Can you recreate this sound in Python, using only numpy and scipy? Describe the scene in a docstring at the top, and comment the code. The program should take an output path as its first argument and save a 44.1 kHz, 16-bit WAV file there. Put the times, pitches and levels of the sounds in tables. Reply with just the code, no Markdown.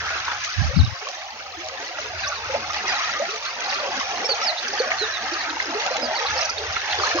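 """Muddy water babbles along a narrow earth ditch, a little to the right: swarms of ringing bubbles over noise.
Bubble strings gurgle, single large bubbles gulp, bursts of filtered noise slap the bank and crack as drops.
A small bird twitters nearby in gliding, sometimes raspy sine notes with a short scattered tail.
One puff of wind thumps the two microphone ports in turn, as low unsteady sine eddies with fine turbulence.
A faint low rumble of shaped noise lies underneath."""
import sys
import numpy as np
from scipy import signal
from scipy.fft import rfft, irfft, next_fast_len
from scipy.io import wavfile
from scipy.ndimage import uniform_filter1d, map_coordinates

SR = 44100
rng = np.random.default_rng(int(sys.argv[2]) if len(sys.argv) > 2 else 0)


def generate_wav(sig):
    """Save sig (samples, or channels by samples) to the path in sys.argv[1] as 16-bit PCM at SR."""
    pcm = np.round(np.clip(np.atleast_2d(sig).T, -1, 1) * 32767).astype(np.int16)
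    wavfile.write(sys.argv[1], SR, pcm)


N = 317506

# Low wind rumble, level before its random lumps: time_s, level_db
RUMBLE_LEVEL = [(0, -44), (1.15, -67.5), (1.72, -51.5), (1.9, -68), (2.02, -52), (2.17, -44), (2.44, -48),
                (2.72, -46), (2.82, -55), (3.45, -62.5), (4.1, -54), (4.5, -64.5), (4.9, -56.5),
                (6.26, -57), (6.32, -39.5), (6.45, -53), (6.72, -41.5), (6.88, -60), (7.0, -37.5),
                (7.1, -54), (7.2, -38)]
# Rumble spectrum: freq_hz, gain_db
RUMBLE_SPECTRUM = [(25, -45), (50, -13), (65, -7), (82, 2), (105, -9), (150, -19.5), (220, -23.5),
                   (400, -42.5)]
# Fine turbulence spectrum: freq_hz, gain_db
TURBULENCE_SPECTRUM = [(25, -39), (60, -15), (110, 1), (180, -4.5), (260, -12), (350, -24), (1200, -100)]
# Eddies of the wind puff, before soft limiting:
# center_s, half_length_s, pitch_hz, level_db, port (left or right)
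EDDIES = [(0.599, 0.02, 99, -13, "right"), (0.622, 0.0062, 140, -15.5, "right"),
          (0.653, 0.032, 76.5, -17.5, "right"), (0.693, 0.015, 77.4, -18, "left"),
          (0.744, 0.0099, 129, -24, "left"), (0.775, 0.012, 166.3, -9.5, "left"),
          (0.796, 0.0068, 246, -15.5, "left"), (0.803, 0.023, 90.1, -5.5, "left"),
          (0.841, .012, 102.7, -12.5, "right"), (0.881, 0.0176, 108, -22.5, "left"),
          (0.926, 0.01, 90, -24.5, "left")]
EDDY_PITCH_WAVER, EDDY_TURBULENCE_DB = 0.11, -12  # waver as a fraction of pitch

# Slurred whistles: start_s, length_s, start_hz, end_hz, bow_hz (above a straight glide),
# level_db (relative), rasp (0-1)
SLURS = [(.76, 0.018, 3780, 5030, -200, -32, 0.3), (0.778, 0.043, 5340, 3600, -350, -30, 0.3),
         (0.829, 0.051, 3640, 2950, 550, -36, 0.15), (2.118, 0.2, 4820, 4470, 80.5, -41.5, 0),
         (2.23, 0.034, 4140, 3420, 103, -31.5, 0.14), (2.269, 0.025, 4480, 6520, 306, -26.5, .3),
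         (2.346, .05, 4900, 3700, -400, -37, 0.1), (2.883, 0.035, 4700, 4750, 149, -28.5, 0.16),
         (2.936, .045, 4100, 3510, 147, -34, .07), (3.449, 0.021, 4210, 3670, -200, -32.5, .9),
         (3.46, 0.03, 4300, 4280, 0, -34.5, 0.1), (3.59, 0.022, 3460, 3000, 2, -37.5, .3),
         (4.246, 0.027, 5170, 5570, 121, -23, 0), (4.287, 0.049, 4610, 4000, 201, -20, .06),
         (4.423, 0.053, 5590, 5030, 119, -28, 0.1), (4.459, .052, 5330, 3800, -130, -21, 0.08),
         (4.57, 0.034, 3620, 4430, 0, -28, 0.8), (4.788, 0.02, 4760, 4110, 99, -23.5, 0.2),
         (4.983, .075, 4300, 3580, 120, -25.5, 0.1), (5.12, 0.064, 4040, 3430, 115, -30.5, 0.18),
         (5.382, 0.054, 4720, 3680, 0, -34, 0.48), (5.885, 0.13, 3900, 3570, 399, -38.5, 0.1),
         (6.015, 0.056, 4920, 4200, 420, -28, 0.1), (6.148, 0.038, 4540, 3740, 300, -27.5, 0.45),
         (6.258, 0.026, 3770, 4170, 2, -28.5, 0.76), (6.575, 0.018, 3500, 5150, -280, -27, 0),
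         (6.758, 0.051, 4250, 3480, 121, -36, .05), (6.998, 0.057, 5370, 4150, -400, -32, 0)]
# Dry chips, mostly in quick runs: start_s, start_hz, level_db (relative)
CHIPS = [(3.656, 5300, -30), (3.692, 5660, -27), (3.739, 5420, -26.5), (3.794, 5020, -30),
         (4.678, 6200, -26.5), (4.729, 6070, -27.5), (5.334, 5440, -27), (5.495, 4700, -28.5),
         (6.375, 5700, -24), (6.409, 6110, -22.5), (6.448, 6250, -22.5), (6.495, 5970, -23),
         (6.907, 5060, -27.5), (6.923, 4060, -23)]
CHIP_LENGTH_S, CHIP_FALL_HZ, CHIP_RASP = .014, 1500, 1
# Pitch flutter of raspy notes: rate, depth at full rasp, irregular part
TRILL_RATE_HZ, RASP_DEPTH_HZ, RASP_GRIT = 125, 430, .45

# Cracks of flung drops: start_s, level_db (relative)
TICKS = [(0.252, -8), (0.447, -3), (1.087, -8), (1.686, -8.5), (2.733, -7), (3.361, -9), (5.863, -4),
         (5.967, -2.5), (6.952, -8)]
TICK_T60_S = 0.026
# Small waves slapping the bank: start_s, level_db (relative)
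SLAPS = [(.103, -27), (.152, -28.5), (.281, -28), (.316, -24.5), (2.539, -28), (3.073, -28.5), (4.291, -23),
         (4.905, -22.5), (5.863, -25.5), (6.109, -30.5), (6.765, -27)]
SLAP_T60_S = 0.11

# Single large bubbles: start_s, pitch_hz, rise (pitch fraction per life), level_db (relative)
GULPS = [(0.279, 1084, 0.034, -19), (1.019, 412, 0.11, -33), (1.069, 1100, 0.0088, -22),
         (1.57, 320, 0.24, -32), (1.985, 1346, 0.076, -20.5), (1.985, 597, 0.12, -25.5),
         (2.495, 490, 0.23, -24), (2.538, 519, 0.2, -19), (2.547, 660, 0.18, -18), (2.557, 850, 0.056, -20),
         (2.699, 1130, 0.26, -19.5), (2.762, 790, 0.19, -20), (3.196, 534, 0.27, -16),
         (3.217, 641, 0.25, -15), (4.009, 1085, 0.078, -18), (4.289, 555, 0, -18), (4.31, 433, 0.28, -23.5),
         (4.735, 781, 0.19, -21), (4.8, 502, 0.085, -13), (4.917, 2090, 0.13, -7.5),
         (5.01, 383, 0.34, -20.5), (5.315, 319, .15, -28), (5.568, 896, 0.049, -18),
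         (5.6, 2000, 0.098, -12), (5.745, 392, 0.26, -22), (5.861, 746, 0.007, -20),
         (5.908, 505, .05, -22.5), (6.445, 623, 0.12, -24), (6.766, 1350, 0, -11),
         (6.888, 790, 0.092, -18.5), (7.035, 1250, 0.045, -9.5), (7.146, 336, 0.12, -20),
         (7.185, 1073, 0.24, -13)]
# A bubble that climbs further rings longer
GULP_CYCLES, GULP_CYCLES_PER_RISE = 21.6, 45
# Strings of bubbles with gliding pitch: start_s, length_s, start_hz, end_hz, level_db
GURGLES = [(0.228, .16, 1080, 685, -36.5), (0.683, 0.058, 494, 573, -36), (1.039, .07, 493, 650, -40.5),
           (1.171, .17, 725, 850, -41), (1.695, 0.062, 482, 520, -40.5), (2.238, .08, 598, 650, -38),
           (2.591, 0.22, 683, 815, -39.5), (2.828, 0.17, 910, 754, -34.5), (3.262, 0.12, 372, 488, -40),
           (3.617, 0.12, 720, 787, -35), (3.772, 0.12, 633, 528, -33), (4.032, 0.27, 720, 781, -35.5),
           (4.428, .14, 707, 696, -32), (4.825, 0.15, 486, 840, -33.5), (5.147, 0.2, 730, 807, -39),
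           (5.37, 0.2, 751, 894, -38), (5.647, 0.068, 390, 240, -36), (5.686, .11, 700, 763, -35),
           (5.848, .11, 770, 652, -35.5), (5.98, 0.19, 557, 742, -30), (6.15, 0.12, 516, 453, -36.5),
           (6.212, .09, 780, 900, -35), (6.329, 0.18, 476, 938, -34.5), (6.567, 0.095, 444, 415, -36.5),
           (6.579, 0.096, 825, 800, -40.5), (6.83, 0.17, 910, 673, -34.5), (6.964, .04, 460, 363, -33)]
GURGLE_BUBBLES_PER_S, GURGLE_CYCLES = 130, 31.4
GURGLE_PITCH_SCATTER = 0.1  # fraction of pitch
# Clouds of like-sized bubbles: center_s, half_length_s, pitch_hz, level_db
SURGES = [(0.103, 0.24, 1480, -34), (0.309, 0.054, 1500, -32), (2.329, 0.018, 1320, -29.5),
          (2.785, 0.025, 2540, -30.5), (3.12, 0.17, 1885, -34.5), (3.978, 0.019, 242.6, -38.5),
          (5.086, 0.48, 1729, -34.5), (5.522, 0.056, 313.6, -38.5), (6.099, .12, 1765, -37),
          (6.769, .01, 2010, -28), (6.867, 0.09, 1703, -32.5), (7.18, 0.032, 550, -25.5)]
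SURGE_LUMPS_DB, SURGE_LUMPS_PER_S = 1.5, 35

# Running water spectrum: freq_hz, gain_db
WATER_SPECTRUM = [(71, -60), (120, -20), (171, -27.5), (233, -18), (276, -19.5), (333, -14.5), (715, -5.5),
                  (988, -6), (1270, -3), (1440, -6), (2050, -6), (3090, -14), (4970, -14.5), (6200, -15),
                  (6980, -27), (9070, -36.5)]
# Left-right likeness of broad sources: freq_hz, likeness (0-1)
LIKENESS = [(500, 0.81), (1000, 0.96), (1800, 0.22), (3300, 0.2), (6500, 0.17)]
# Deep churning, growing as the rough stretch comes nearer: time_s, level_db (reference)
CHURN_LEVEL = [(0.0, -41), (1.1, -46), (2.95, -36), (3.48, -39), (3.72, -35.5), (5.61, -36.5), (6.07, -32),
               (6.84, -39), (7.1, -31)]
# Splashing at the surface: time_s, level_db (reference)
SPLASHING_LEVEL = [(0.0, -32.5), (0.65, -31), (0.81, -36), (1.56, -39), (3.02, -29.5), (3.36, -32.5),
                   (4.45, -30.5), (4.55, -32), (5.16, -32.5), (5.57, -33), (6.23, -30.5), (6.68, -32),
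                   (7.1, -29)]
# The current slackens between two waves: center_s, half_length_s, depth_db
LULLS = [(0.47, 0.18, 4), (3.404, 0.045, 4.5), (4.652, 0.074, 9), (5.163, 0.067, 3.5)]
# Each bubble size against its reference level
GLUG_DB, BABBLE_DB, SPLASH_DB, SPRAY_DB = -10, 1.5, 1.18, 0
GLUG_SWELL_RATIO, GLUG_LUMPS_DB = 1, 4  # pocket swell relative to the churning; random bunching
SPLASH_LULL_SHARE, SPRAY_LULL_SHARE = 0.69, 0.28
LAPS_PER_S, LAP_DECAY_S, LAP_DEPTH_DB = 22, 0.049, 1.45  # decay to 1/e

# Very faint high noise, spectrum: freq_hz, gain_db
FAINT_TREBLE_SPECTRUM = [(14200, -15.5), (15000, 0.5)]
SOUND_TOP_HZ, FAINT_TREBLE_TOP_HZ = 6960, 15800


def amp(db):
    """Decibels to gain."""
    return 10 ** (np.asarray(db) / 20)


def unit(x):
    """x at rms 1."""
    return x / np.sqrt(np.mean(x ** 2) + 1e-20)


def along(points, hz):
    """(Hz, value) points interpolated on a log frequency axis."""
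    point_hz, value = np.transpose(points)
    return np.interp(np.log(hz + 1), np.log(point_hz + 1), value)


def curve(rows):
    """(s, value) rows as one value per sample."""
    return np.interp(np.arange(N) / SR, *np.transpose(rows))


def wobble(t, rate):
    """Smooth random curve over rising times t, rate knots a second."""
    knots = (t - t[0]) * rate
    return map_coordinates(rng.standard_normal(int(knots[-1]) + 4), [knots])


def filtered(x, response):
    """x times a response of frequency."""
    size = next_fast_len(N + SR // 2)
    spectrum = rfft(x, size) * response(np.fft.rfftfreq(size, 1 / SR))
    return irfft(spectrum, size)[..., :N]


def band(hz, low_hz, high_hz, order=8):
    """Gain of a band-pass, steeper with order."""
    low_side = 1 + (low_hz / (hz + 1)) ** (2 * order)
    high_side = 1 + (hz / high_hz) ** (2 * order)
    return (low_side * high_side) ** -.5


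def add(track, s, sound):
    """Mix a sound into a track at time s."""
    part = track[..., max(round(s * SR), 0):][..., :sound.shape[-1]]
    part += sound[..., :part.shape[-1]]


def from_right(x, lag_ms, louder_db):
    """Sound from the right reaches the left port later and weaker."""
    sides = np.array([[-.5], [.5]])
    delayed = filtered(x, lambda hz: np.exp(2j * np.pi * hz * sides * lag_ms / 10 ** 3))
    return amp(sides * louder_db) * delayed


def widen(pair):
    """Two unrelated signals become a broad source: alike in the bass, less so in the treble."""
    def mid_side_gains(hz):
        turn = np.arccos(np.clip(along(LIKENESS, hz), -1, 1)) / 2
        return np.array([np.cos(turn), np.sin(turn)])

    mid, side = filtered(pair, mid_side_gains)
    return np.array([mid + side, mid - side])


def steadied(x, size):
    """Noise with its own swells evened out over size samples."""
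    power = np.abs(uniform_filter1d(x ** 2, size=size))
    return x / np.sqrt(power + 1e-12)


def rumble():
    """Low wind noise, steadied and then given its own swells and random lumps."""
    noise = widen(rng.standard_normal((2, N)))
    low = filtered(noise, lambda hz: amp(along(RUMBLE_SPECTRUM, hz)))
    lumps_db = 2 * wobble(np.arange(N) / SR, 11)
    return amp(curve(RUMBLE_LEVEL) + lumps_db) * steadied(low, size=3000)


def buffet(eddies):
    """Each eddy shakes one port for a few unsteady cycles, with fine turbulence on top."""
    t, push = np.arange(N) / SR, np.zeros(N)
    noise = rng.standard_normal(N)
    turbulence = unit(filtered(noise, lambda hz: amp(along(TURBULENCE_SPECTRUM, hz))))
    for center_s, half_s, pitch_hz, level_db in eddies:
        near = np.abs(t - center_s) < 4 * half_s
        unsteady_hz = pitch_hz * (1 + EDDY_PITCH_WAVER * wobble(t[near], pitch_hz))
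        cycles = rng.random() + np.cumsum(unsteady_hz) / SR
        shake = np.sqrt(2) * np.sin(2 * np.pi * cycles)
        shake += amp(EDDY_TURBULENCE_DB) * turbulence[near]
        envelope = np.exp(-((t[near] - center_s) / half_s) ** 2)
        push[near] += amp(level_db) * envelope * shake
    # the diaphragm gives way softly under the strongest push
    return 1.1 * np.tanh(push / 1.1)


def wind():
    """The puff strikes the two ports at different moments, over the low rumble."""
    left = buffet([eddy for *eddy, port in EDDIES if port == "left"])
    right = buffet([eddy for *eddy, port in EDDIES if port == "right"])
    return np.array([left, right]) + rumble()


def note(length_s, start_hz, end_hz, bow_hz, rasp):
    """One bird note: a bowed glide, made raspy by a fast, slightly irregular trill of its pitch."""
    u = np.linspace(0, 1, int(length_s * SR))
    arch = np.abs(np.sin(np.pi * u))
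    trill = np.sin(2 * np.pi * (TRILL_RATE_HZ * length_s * u + rng.random()))
    flutter = trill + RASP_GRIT * wobble(u * length_s, 1100)
    glide_hz = start_hz + (end_hz - start_hz) * u + bow_hz * arch
    hz = glide_hz + rasp * RASP_DEPTH_HZ * flutter
    return arch ** 0.46 * np.sin(2 * np.pi * np.cumsum(hz) / SR)


def bird():
    """Slurred whistles and dry chips; the banks and trees scatter a short, weak tail."""
    song = np.zeros(N)
    for start_s, length_s, start_hz, end_hz, bow_hz, level_db, rasp in SLURS:
        add(song, start_s, amp(level_db) * note(length_s, start_hz, end_hz, bow_hz, rasp))
    for start_s, start_hz, level_db in CHIPS:
        chip = note(CHIP_LENGTH_S, start_hz, start_hz - CHIP_FALL_HZ, 0, CHIP_RASP)
        add(song, start_s, amp(level_db) * chip)
    t = np.arange(SR // 3) / SR
    tail = rng.standard_normal((2, len(t))) * amp(-60 * t / 0.25)
    scatter = signal.fftconvolve(song[None], tail / np.linalg.norm(tail[0]), axes=1)[:, :N]
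    return amp(1.5) * from_right(song, lag_ms=0.028, louder_db=7.0) + amp(-7.0) * scatter


def ticks():
    """Flung drops land with a short crack of decaying noise."""
    track, t = np.zeros((2, N)), np.arange(SR // 40) / SR
    for start_s, level_db in TICKS:
        envelope = amp(level_db - 10.0 - 60 * t / TICK_T60_S)
        add(track, start_s, envelope * rng.standard_normal((2, len(t))))
    return filtered(track, lambda hz: band(hz, 1700, 8600, order=2))


def slaps():
    """A wavelet hits the bank: a sudden noise burst, as of small bubbles, that dies quickly."""
    track, t = np.zeros((2, N)), np.arange(SR // 8) / SR
    for start_s, level_db in SLAPS:
        envelope = amp(level_db + 10.5 - 60 * t / SLAP_T60_S)
        add(track, start_s, envelope * rng.standard_normal((2, len(t))))
    splat = filtered(widen(track), lambda hz: band(hz, 600, 2500, order=2))
    return from_right(splat, lag_ms=.14, louder_db=1.5)


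def bubble(t, hz, rise, life_s, onset_cycles):
    """An air pocket rings, its pitch shifting by rise as it falls 40 dB in its life."""
    swell = 1 - np.exp(-t * hz / onset_cycles)
    cycles = hz * t * (1 + rise * t / life_s / 2)
    return swell * amp(-40 * t / life_s) * np.sin(2 * np.pi * cycles)


def gulps():
    """Small waves fold over and trap single large bubbles, which wobble as the current squeezes them."""
    track, t = np.zeros(N), np.arange(SR // 4) / SR
    for start_s, pitch_hz, rise, level_db in GULPS:
        life_s = (GULP_CYCLES + GULP_CYCLES_PER_RISE * rise) / pitch_hz
        squeezed_t = np.abs(t + .1 / pitch_hz * wobble(t, pitch_hz / 5))
        # a bubble that climbs further swells more slowly
        ring = bubble(squeezed_t, pitch_hz, rise, life_s, onset_cycles=1.5 + 9 * abs(rise))
        ring *= amp(1.8 * wobble(t, pitch_hz / 5))
        add(track, start_s, amp(level_db + 6.0) * np.tanh(t * pitch_hz) * ring)
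    return from_right(track, lag_ms=0.18, louder_db=1.0)


def gurgles():
    """A rolling wave sheds a string of overlapping bubbles that shrink or grow as it turns over."""
    track, t = np.zeros(N), np.arange(SR // 8) / SR
    for start_s, length_s, start_hz, end_hz, level_db in GURGLES:
        count = max(int(length_s * GURGLE_BUBBLES_PER_S), 3)
        string = np.zeros(int(length_s * SR) + len(t))
        for k, (late, detune, loud) in enumerate(rng.uniform(-1, 1, (count, 3))):
            u = (k + .5 + .5 * late) / count
            hz = start_hz * (end_hz / start_hz) ** u * (1 + GURGLE_PITCH_SCATTER * detune)
            gain = np.sqrt(np.sin(np.pi * u)) * amp(3 * loud)
            ring = bubble(t, hz, .12, GURGLE_CYCLES / hz, onset_cycles=2.5)
            add(string, u * length_s, gain * ring)
        string_rms = np.sqrt(np.sum(string ** 2) / (length_s * SR))
        add(track, start_s, amp(level_db) * string / string_rms)
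    return from_right(track, lag_ms=.15, louder_db=0.5)


def surges():
    """Where a ripple breaks, a cloud of like-sized bubbles rings as lumpy narrow-band noise."""
    track = np.zeros(N)
    for center_s, half_s, pitch_hz, level_db in SURGES:
        t = np.arange(max(center_s - 3 * half_s, 0), center_s + 3 * half_s, 1 / SR)
        width_hz = .28 * pitch_hz
        drift = wobble(t, width_hz) + 1j * wobble(t, width_hz)
        cloud = (drift * np.exp(2j * np.pi * pitch_hz * t)).real
        lumpy = unit(cloud * amp(SURGE_LUMPS_DB * wobble(t, SURGE_LUMPS_PER_S)))
        envelope = np.exp(-((t - center_s) / half_s) ** 2)
        add(track, t[0], amp(level_db) * envelope * lumpy)
    return from_right(track, lag_ms=0.033, louder_db=3.0)


def laps():
    """Countless tiny laps, each rising at once and fading slowly, as a curve of rms 1."""
    kicks = (rng.random(N) < LAPS_PER_S / SR) * rng.uniform(0.48, 1, N)
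    fading = signal.lfilter([1], [1, -np.exp(-1 / (LAP_DECAY_S * SR))], kicks)
    return unit(fading - fading.mean())


def swarm(low_hz, high_hz, rate, cycles, onset_cycles, rush):
    """A pair of bubble swarms, many quiet and a few loud, over the rush of those too small to tell apart."""
    count = int(rate * N / SR)
    when, pitch, length, climb, quiet, bearing = rng.random((count, 6)).T[:, :, None]
    hz = low_hz + (high_hz - low_hz) * pitch
    life_s = cycles * (.5 + length) / hz
    # deep bubbles need only a coarse time grid
    step = max(int(SR / (3 * high_hz)), 1)
    slots = N // step + 1
    n = np.arange(int(cycles / low_hz * SR / step))
    gain = np.sqrt(hz / (.04 + quiet))
    grains = gain * bubble(n * step / SR, hz, .2 * climb - .05, life_s, onset_cycles)
    at = ((when * slots).astype(int) + n).ravel()
    shares = np.cos(2 * np.pi * bearing), np.sin(2 * np.pi * bearing)
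    pair = [np.bincount(at, (grains * share).ravel(), slots)[:slots] for share in shares]
    rings = signal.resample_poly(unit(np.array(pair)), step, 1, axis=1)[:, :N]
    return rings + rush * rng.standard_normal((2, N))


def patches(pair, patchy_db, drift_db):
    """The churning surface favours some pitches: in quick patches and in slower, drifting ones."""
    z = signal.stft(pair, nperseg=1024)[2]

    def chance(frames):
        across_pitch = uniform_filter1d(rng.standard_normal(z.shape[1:]), size=3, axis=0)
        return unit(uniform_filter1d(across_pitch, frames, axis=1))

    favour_db = patchy_db * chance(frames=3) + drift_db * chance(frames=24)
    return signal.istft(z * amp(favour_db), nperseg=1024)[1][:, :N]


def register(level_db, low_hz, high_hz, churn):
    """One size class of bubbles, swelling with the flow."""
    uneven = widen(patches(churn, patchy_db=1.3, drift_db=1.8))
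    voiced = filtered(uneven, lambda hz: amp(along(WATER_SPECTRUM, hz)) * band(hz, low_hz, high_hz))
    return amp(level_db) * unit(voiced)


def stream():
    """Churning drives the deep glugs and the babble; the breaking surface drives splashes and spray."""
    pockets = swarm(150, 560, rate=300, cycles=16, onset_cycles=8, rush=1.2)
    large = swarm(460, 1150, rate=550, cycles=38, onset_cycles=6, rush=1.35)
    small = swarm(950, 3000, rate=800, cycles=60, onset_cycles=1.2, rush=1.35)
    fizz = swarm(2500, 7300, rate=700, cycles=36, onset_cycles=.3, rush=2.2)
    t = np.arange(N) / SR
    churn_db, splashing_db = curve(CHURN_LEVEL), curve(SPLASHING_LEVEL)
    lull_db = sum(depth_db * np.exp(-((t - center_s) / half_s) ** 2)
                  for center_s, half_s, depth_db in LULLS)
    mean_db = churn_db.mean()
    pockets_db = mean_db + GLUG_SWELL_RATIO * (churn_db - mean_db) + GLUG_LUMPS_DB * wobble(t, 8.8)
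    glug = register(pockets_db + GLUG_DB - lull_db, 120, 527, pockets)
    babble = register(churn_db + BABBLE_DB - lull_db, 570, 920, large)
    splash = register(splashing_db + SPLASH_DB - SPLASH_LULL_SHARE * lull_db, 1107, 2810, small)
    spray = register(splashing_db + SPRAY_DB - SPRAY_LULL_SHARE * lull_db, 2470, 9700, fizz)
    surface = amp(LAP_DEPTH_DB * laps()) * (splash + spray)
    # passing ripples lift all sizes of bubble together
    ripple = amp(.9 * wobble(t, 12))
    return ripple * from_right(glug + babble + surface, lag_ms=.14, louder_db=0.77)


def scene():
    """Wind, bird and water in the open air."""
    return wind() + bird() + ticks() + slaps() + gulps() + gurgles() + surges() + stream()


def record(dry):
    """Trim the deepest bass, cut steeply above the band limit and add barely audible noise near 15 kHz."""
    noise = rng.standard_normal((2, N))
    shaped = filtered(noise, lambda hz: amp(along(FAINT_TREBLE_SPECTRUM, hz)))
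    faint_treble = amp(-59.5) * unit(shaped)
    trimmed = filtered(dry, lambda hz: band(hz, 44, SR, order=4))
    narrow = filtered(trimmed, lambda hz: band(hz, 1, SOUND_TOP_HZ, order=45))
    return filtered(narrow + faint_treble, lambda hz: hz < FAINT_TREBLE_TOP_HZ)


dry = scene()
out = record(dry)
generate_wav(out)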